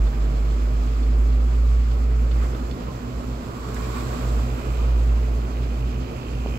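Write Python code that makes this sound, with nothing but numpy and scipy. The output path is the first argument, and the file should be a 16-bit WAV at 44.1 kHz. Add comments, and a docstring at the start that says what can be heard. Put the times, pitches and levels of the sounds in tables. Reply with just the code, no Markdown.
"""Freezer compressor running

Close by, the motor's mains hum throbs against a fan's hum, and a piston makes the steel shell buzz.
A deep rumble swells and eases, rushing air stirs the cabinet panels, and gas hisses in the pipes.
A hollow hiss swells and passes, faint ticks and scuffs sound, and one light knock comes near the end."""
import sys
import numpy as np
from scipy import signal
from scipy.fft import rfft, irfft
from scipy.io import wavfile
from scipy.ndimage import uniform_filter1d

SR = 44100
rng = np.random.default_rng(int(sys.argv[2]) if len(sys.argv) > 2 else 0)


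def store_pcm(level_fs):
    """Save levels as 16-bit WAV."""
    pcm = np.round(np.clip(level_fs, -1, 1) * 32767).astype(np.int16)
    wavfile.write(sys.argv[1], SR, np.atleast_2d(pcm).T)


N = 290178
TIME = np.arange(N) / SR
FREQ = np.maximum(np.fft.rfftfreq(N, 1 / SR), 1)
MAINS_HZ, AIR_USUAL_DB = 60, -36.5

# how loud both hums and the fan's octave are: time_s, hum_db, octave_db
HUM_LEVELS = [(0, -40.5, -61), (1, -40.5, -42.5), (2, -40, -42), (3.5, -41, -41.5), (4.2, -36, -47),
              (5.2, -38, -50.5), (6.58, -38.5, -50.5)]
# the pitch of the fan's hum: time_s, pitch_hz
FAN_PITCH = [(0, 124.95), (1.9, 124.92), (2.4, 125.15), (3, 124.95), (3.65, 125.45), (4.35, 124.8),
             (5.1, 125.35), (6.58, 125.5)]
# how strongly the air rushes: time_s, level_db
AIR_SWELLS = [(0, -37), (1.85, -40), (2.2, -39), (2.45, -35.5), (3, -38.5), (3.6, -38.5), (4.25, -33.5),
              (5.2, -37.5), (6.58, -37.5)]


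def rumble():
    """A deep, throbbing drone that creeps up in pitch; a resonance briefly lifts one overtone."""
    # its slow swells: time_s, level_db
    swells = [(0, -15), (.38, -18.5), (.98, -19), (1.2, -14), (1.48, -17), (1.7, -14), (1.95, -18),
              (2.15, -16.5), (2.42, -18), (2.56, -27.5), (3.0, -28), (3.17, -24.5), (3.32, -27),
              (3.45, -41), (3.7, -27.5), (4.12, -30), (4.33, -18), (4.55, -26), (4.95, -15.5),
              (5.12, -15.5), (5.5, -25), (5.85, -22.5), (6.03, -28), (6.24, -31.5), (6.35, -24.5),
              (6.58, -26.5)]
    # its brief dips: time_s, depth_db, half_width_s
    dips = [(.13, -8, 0.039), (2.78, -12, 0.032), (2.91, -9, 0.018), (3.0, -7.5, .03), (3.1, -14, 0.028),
            (3.23, -6, 0.026), (3.41, -10, 0.032), (3.58, -14, 0.039), (4.63, -6, .035), (6.17, -8, 0.025)]
    start_hz, settled_hz, settle_s = 51.65, 57, 1.05
    hz = settled_hz + (start_hz - settled_hz) * np.exp(-(TIME / settle_s) ** 2)
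    phase = phase_of(hz + 0.36 * wander(12))
    overtone = gain(-21.5) * filtered(np.sin(3 * phase), resonance(154.3, 6.5) ** 2)
    dip_db = sum(db * np.exp(-((TIME - s) / half_width) ** 2) for s, db, half_width in dips)
    waver = gain(-44) * wander(16)  # shows most while the drone is weak
    return at_level(np.sin(phase) + overtone, -1.56) * (gain(curves(swells)[0] + dip_db) + waver)


def compressor():
    """The motor hums at twice the mains rate; each piston stroke rings the shell and puffs gas."""
    # how hard the shell buzzes: time_s, level_db
    buzz_levels = [(0, -66.5), (2, -65.5), (3.2, -68), (4.15, -66), (4.7, -56.5), (5.2, -63), (5.9, -58),
                   (6.58, -54.8)]
    # the steel shell's resonances: pitch_hz, width_hz, gain_db
    shell_modes = [(2220, 85, -27), (2456, 42, 2.5), (2735, 97, -5), (3040, 73, 1.5), (3200, 120, -7)]
    stroke_hz, partials_db = 58.9, [-1.35, -11.5, -19.5]
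    hum = sum(at_level(np.sin(4 * np.pi * k * MAINS_HZ * TIME), db)
              for k, db in enumerate(partials_db, 1))
    hum *= gain(curves(HUM_LEVELS)[0])
    turns = phase_of(stroke_hz + 0.02 * wander(2.7)) / (2 * np.pi)
    strokes = np.diff(np.floor(turns), prepend=0) * gain(2 * wander(50))  # one uneven kick a turn
    shell = sum((-1) ** k * gain(db) * resonance(hz, width)
                for k, (hz, width, db) in enumerate(shell_modes))
    buzz = at_level(from_machine(filtered(strokes, shell * resonance(2480, 1200))), -0.3)
    puffs = room_noise() * np.exp(-(turns % 1) / 1.4)
    gas = at_level(filtered(puffs, resonance(2485, 520) ** 2), -1.3)
    return hum * pan(-0.52) + (buzz + gas) * gain(curves(buzz_levels)[0]) * pan(-1.2)


def fan():
    """An unsteady hum just above the mains hum, so the two throb about five times a second."""
    hum_db, octave_db = curves(HUM_LEVELS)
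    phase = phase_of(curves(FAN_PITCH)[0])
    octave = np.sin(2 * phase + 0.15 * wander(4.86)) * gain(1.1 * wander(7.94))
    octave = at_level(octave, 0) * gain(octave_db)
    # a tone at the two hums' pitches added together beats with the octave
    sum_tone = at_level(np.sin(phase + 4 * np.pi * MAINS_HZ * TIME + 0.63 * wander(1.98)), -49.5)
    hum = np.sin(phase + 0.1 * wander(7.9)) * gain(wander(3.8))
    hum = at_level(hum, -0.86) * gain(hum_db)
    return from_machine(octave + sum_tone - hum)


def cabinet():
    """Swirling air keeps the panels droning unevenly, harder when it swells."""
    # resonances of the panels and hollows: pitch_hz, width_hz (widened below), level_db
    panels = [(49, 3.4, -46), (68.4, 14, -41.5), (111.3, 6.8, -44.5), (149, 20, -49), (169.4, 11.6, -51),
              (228, 26, -42.5), (247.8, 10, -47.5), (381, 37, -52), (439.4, 10.8, -52), (680, 16, -62),
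              (1255, 146, -57.5)]
    drone = sum(at_level(filtered(machine_noise(), resonance(hz, 1.9 * width) ** 2), db)
                for hz, width, db in panels)
    swell_db = curves(AIR_SWELLS)[0] - AIR_USUAL_DB
    return drone * gain(0.5 * swell_db)


def rushing_air():
    """Air rushes from the machine, duller as it swells; each octave flickers by itself."""
    # the air's tone: frequency_hz, gain_db
    air_tone = [(25, -6), (70, -7.5), (170, -6), (300, -4.5), (430, -7), (620, -10.5), (860, -15),
                (1100, -14.5), (1750, -24.5), (2300, -25.5), (3700, -30), (4600, -31.5), (6200, -35.5),
                (15500, -45)]
    spectrum = rfft(machine_noise()) * tone_curve(air_tone)
    rush = 0
    for octave in range(4, 15):
        band = np.maximum(1 - np.abs(np.log2(FREQ) - octave), 0)
        rush += irfft(spectrum * band, N) * gain(0.96 * wander(40) + 0.28 * wander(10))
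    air_db = curves(AIR_SWELLS)[0]
    treble_db = -0.5 - 0.42 * (air_db - AIR_USUAL_DB)  # the treble follows only part of a swell
    return with_treble(at_level(rush, 0), treble_db, above_hz=800) * gain(air_db)


def passing_hiss():
    """A hollow hiss swells, turns suddenly brighter and fades away."""
    # the hiss's tone: frequency_hz, gain_db
    hiss_tone = [(80, -16), (200, 2), (310, -7), (420, -1), (900, -6.5), (1110, -2), (1400, -4.5),
                 (1650, -12), (2350, -12.5), (3100, -14), (4500, -13.5), (6300, -22), (7600, -14.5),
                 (9000, -23), (15500, -26.5)]
    hiss = at_level(filtered(room_noise(), tone_curve(hiss_tone)), -41)
    hiss *= swell(full_s=3.734, hold_s=0.48, rise_db_per_s=16.5, fall_db_per_s=16.5)
    treble_db = np.interp(TIME, [3.73, 3.761], [-9, -4.5])
    hiss = with_treble(hiss + hollow_ring(), treble_db, above_hz=1800)
    return hiss * gain(1.13 * wander(22.14)) * pan(1.2)


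def hollow_ring():
    """Resonances in the passing hiss flutter and glide up around their loudest moment."""
    # the resonances before the glide: pitch_hz, width_hz, gain_db
    hollow_modes = [(1080, 230, 1), (1345, 320, -8.5), (2420, 260, -10)]
    full_s, climb_hz, climb_s = 4.14, 65.4, 0.206
    cavity = sum(gain(db) * resonance(hz, width) ** 2 for hz, width, db in hollow_modes)
    ring = filtered(room_noise(), cavity)
    shift_hz = climb_hz * np.clip((TIME - full_s) / climb_s + .5, 0, 1)
    ring = np.real(signal.hilbert(ring) * np.exp(1j * phase_of(shift_hz)))  # slides every pitch up
    ring = at_level(ring * gain(2 * wander(18)), -41.5)
    return ring * swell(full_s, hold_s=0.071, rise_db_per_s=11.5, fall_db_per_s=46)


def knock():
    """One soft, dead contact: a single rounded push with hardly any ring."""
    start_s, contact_s = 6.4605, 0.0014
    push = np.sin(np.pi * np.clip((TIME - start_s) / contact_s, 0, 1)) ** 2
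    return at_peak(filtered(push, resonance(510, 1500)), -18.5)


def scuffs():
    """Soft scuffs, each a burst of noise through one resonance."""
    # the scuffs: start_s, peak_db, pitch_hz, width_hz, fade_s
    events = [(.13, -42, 1710, 800, 0.93), (2.42, -34, 1280, 600, .19), (2.545, -38, 1320, 607, 0.096),
              (2.868, -34.5, 1050, 120.5, 0.17), (3.495, -37, 1120, 140, 0.14),
              (3.744, -37, 7000, 9010, 0.037), (3.764, -35, 1760, 700, .1), (4.79, -37, 1150, 450, 0.6)]
    return sum(at_peak(filtered(burst(start_s, fade_s), resonance(hz, width) ** 2), db)
               for start_s, db, hz, width, fade_s in events)


def pipe_ticks():
    """Small metal ticks: a dull contact with a short rasp rings the pipes, most near its own pitch."""
    # the ticks: start_s, peak_db, pitch_hz, ring_scale (multiplies ring_s)
    events = [(0.069, -43, 4150, .6), (.506, -48, 4400, .6), (0.873, -45, 3600, .6),
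              (1.029, -41.5, 4700, 2), (1.912, -45, 3000, .6), (2.313, -39, 3030, .6),
              (2.547, -43, 3200, .8), (2.594, -47, 3400, 1.8), (2.711, -37, 3700, .5)]
    # the notes the pipes ring with: pitch_hz, gain_db, ring_s (time to fall 60 dB)
    pipe_modes = [(2580, -4, .012), (3000, -7, .01), (3500, -1, .02), (4350, 0, .024), (4900, -16, .01)]
    spread_octaves, dull_hz = 0.53, 5500
    out = 0
    for start_s, peak_db, pitch_hz, ring_scale in events:
        click = np.diff(1. * (TIME >= start_s), prepend=0)
        contact = click + gain(-10) * burst(start_s, fade_s=0.066)
        ring = 0
        for hz, db, ring_s in pipe_modes:
            nearness = np.exp(-(np.log2(hz / pitch_hz) / spread_octaves) ** 2)
            width_hz = np.log(1000) / (np.pi * ring_s * ring_scale)
            ring += gain(db) * nearness * resonance(hz, width_hz)
        out += at_peak(filtered(contact, ring / (1 + (FREQ / dull_hz) ** 6)), peak_db)
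    return out


def singing_panel():
    """A loose panel sings, louder on each throb of the two hums."""
    pitch_hz, throb_db = 439, 5
    throb = -np.cos(phase_of(curves(FAN_PITCH)[0]) - 4 * np.pi * MAINS_HZ * TIME)
    note = np.sin(2 * np.pi * pitch_hz * TIME + 0.28 * wander(4.6))
    return from_machine(at_level(note * gain(throb_db * throb + 2.3 * wander(6)), -52.5))


def pipe_hiss():
    """Gas rings the pipes with a thin hiss that holds, then dies away."""
    # the bands of the hiss: pitch_hz, width_hz, level_db
    bands = [(1230, 270, -56), (2220, 860, -63.5), (3310, 300, -74), (4300, 410, -72), (5120, 580, -70),
             (7330, 700, -70)]
    hiss = sum(at_level(filtered(room_noise(), resonance(hz, width) ** 2), db) for hz, width, db in bands)
    return hiss * swell(full_s=0, hold_s=2.24, rise_db_per_s=0, fall_db_per_s=6) * pan(6)


def machine_noise():
    """Noise from the machine, direct and off the walls; the direct part is duller."""
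    direct = filtered(rng.standard_normal(N), (1 + (FREQ / 1400) ** 2) ** -.25)
    return at_level(room_noise() + gain(1) * from_machine(direct), 0)


def room_noise(alike_hz=650):
    """Noise from all round: left and right are alike in the bass, unrelated in the treble."""
    likeness = np.exp(-(FREQ / alike_hz) ** 2)
    mid = filtered(rng.standard_normal(N), np.sqrt((1 + likeness) / 2))
    side = filtered(rng.standard_normal(N), np.sqrt((1 - likeness) / 2))
    return np.array([mid + side, mid - side])


def from_machine(x, lag_s=.00045):
    """Sound from the machine reaches the right microphone first."""
    return np.array([filtered(x, np.exp(-2j * np.pi * FREQ * lag_s)), x])


def burst(start_s, fade_s):
    """Noise that starts at once and falls 60 dB in fade_s."""
    fade = np.exp(-np.log(1000) * np.abs(TIME - start_s) / fade_s)
    return rng.standard_normal((2, N)) * (TIME >= start_s) * fade


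def swell(full_s, hold_s, rise_db_per_s, fall_db_per_s):
    """A gain that climbs to 1, holds and falls away."""
    early, late = np.maximum(full_s - TIME, 0), np.maximum(TIME - full_s - hold_s, 0)
    return gain(-rise_db_per_s * early - fall_db_per_s * late)


def wander(rate_hz):
    """A smooth random drift, roughly 1 either side of zero."""
    hold = int(SR / rate_hz)
    steps = np.repeat(rng.standard_normal(N // hold + 1), hold)
    return 1.6 * uniform_filter1d(uniform_filter1d(steps, hold), hold)[:N]


def gain(db):
    """Turn decibels into a multiplier."""
    return 10 ** (np.asarray(db) / 20)


def at_level(x, db):
    """Scale to an average (rms) level."""
    return x * gain(db) / np.sqrt(np.mean(x ** 2))


def at_peak(x, db):
    """Scale to a peak level."""
    return gain(db) * x / np.abs(x).max()


def pan(left_db):
    """Two gains that put the left side left_db above the right."""
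    return gain(np.array([[left_db], [-left_db]]) / 2)


def curves(table):
    """The columns of a table, joined by straight lines in time."""
    times, *columns = np.transpose(table)
    return [np.interp(TIME, times, column) for column in columns]


def phase_of(hz):
    """The running angle of something that turns at a changing rate."""
    return 2 * np.pi * np.cumsum(hz) / SR


def tone_curve(points):
    """A filter's response through (frequency_hz, gain_db) points."""
    hz, db = np.transpose(points)
    return gain(np.interp(np.log(FREQ), np.log(hz), db))


def resonance(hz, width_hz):
    """The response of something that rings at one pitch; narrower rings longer."""
    return 1 / (1 + 1j * (FREQ / hz - hz / FREQ) * hz / width_hz)


def filtered(x, response):
    """Weight each frequency of a sound by a response."""
    return irfft(rfft(x) * response, N)


def with_treble(x, treble_db, above_hz):
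    """Raise or lower the treble."""
    body = filtered(x, 1 / (1 + (FREQ / above_hz) ** 4))
    return body + (x - body) * gain(treble_db)


def scene():
    """All sources at the two microphones."""
    machine = rumble() + compressor() + fan() + cabinet() + singing_panel()
    return machine + rushing_air() + pipe_hiss() + passing_hiss() + pipe_ticks() + scuffs() + knock()


def record(dry):
    """The sound fades in and out; the phone brightens the right side and cuts the very bottom and top."""
    # the right microphone's tone, with a peak and a notch from its opening: frequency_hz, gain_db
    right_tone = [(55, 1.85), (270, 1.5), (500, 3), (900, 3.5), (1300, 6), (2900, 6.5), (3400, 7.5),
                  (3740, 6.5), (4200, 8), (6200, 9), (7600, 13.5), (8150, 8.5), (8750, -28), (10000, 5),
                  (12300, 10.5), (15500, 8)]
    fade_s, bottom_hz, top_hz = .003, 20, 15750
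    left, right = dry * np.minimum(np.minimum(TIME, TIME[::-1]) / fade_s, 1)
    stereo = np.array([left, filtered(right, tone_curve(right_tone))])
    stereo = signal.sosfilt(signal.butter(2, bottom_hz, "high", fs=SR, output="sos"), stereo)
    return signal.sosfilt(signal.ellip(12, .2, 80, top_hz, fs=SR, output="sos"), stereo)


dry = scene()
out = record(dry)
store_pcm(out)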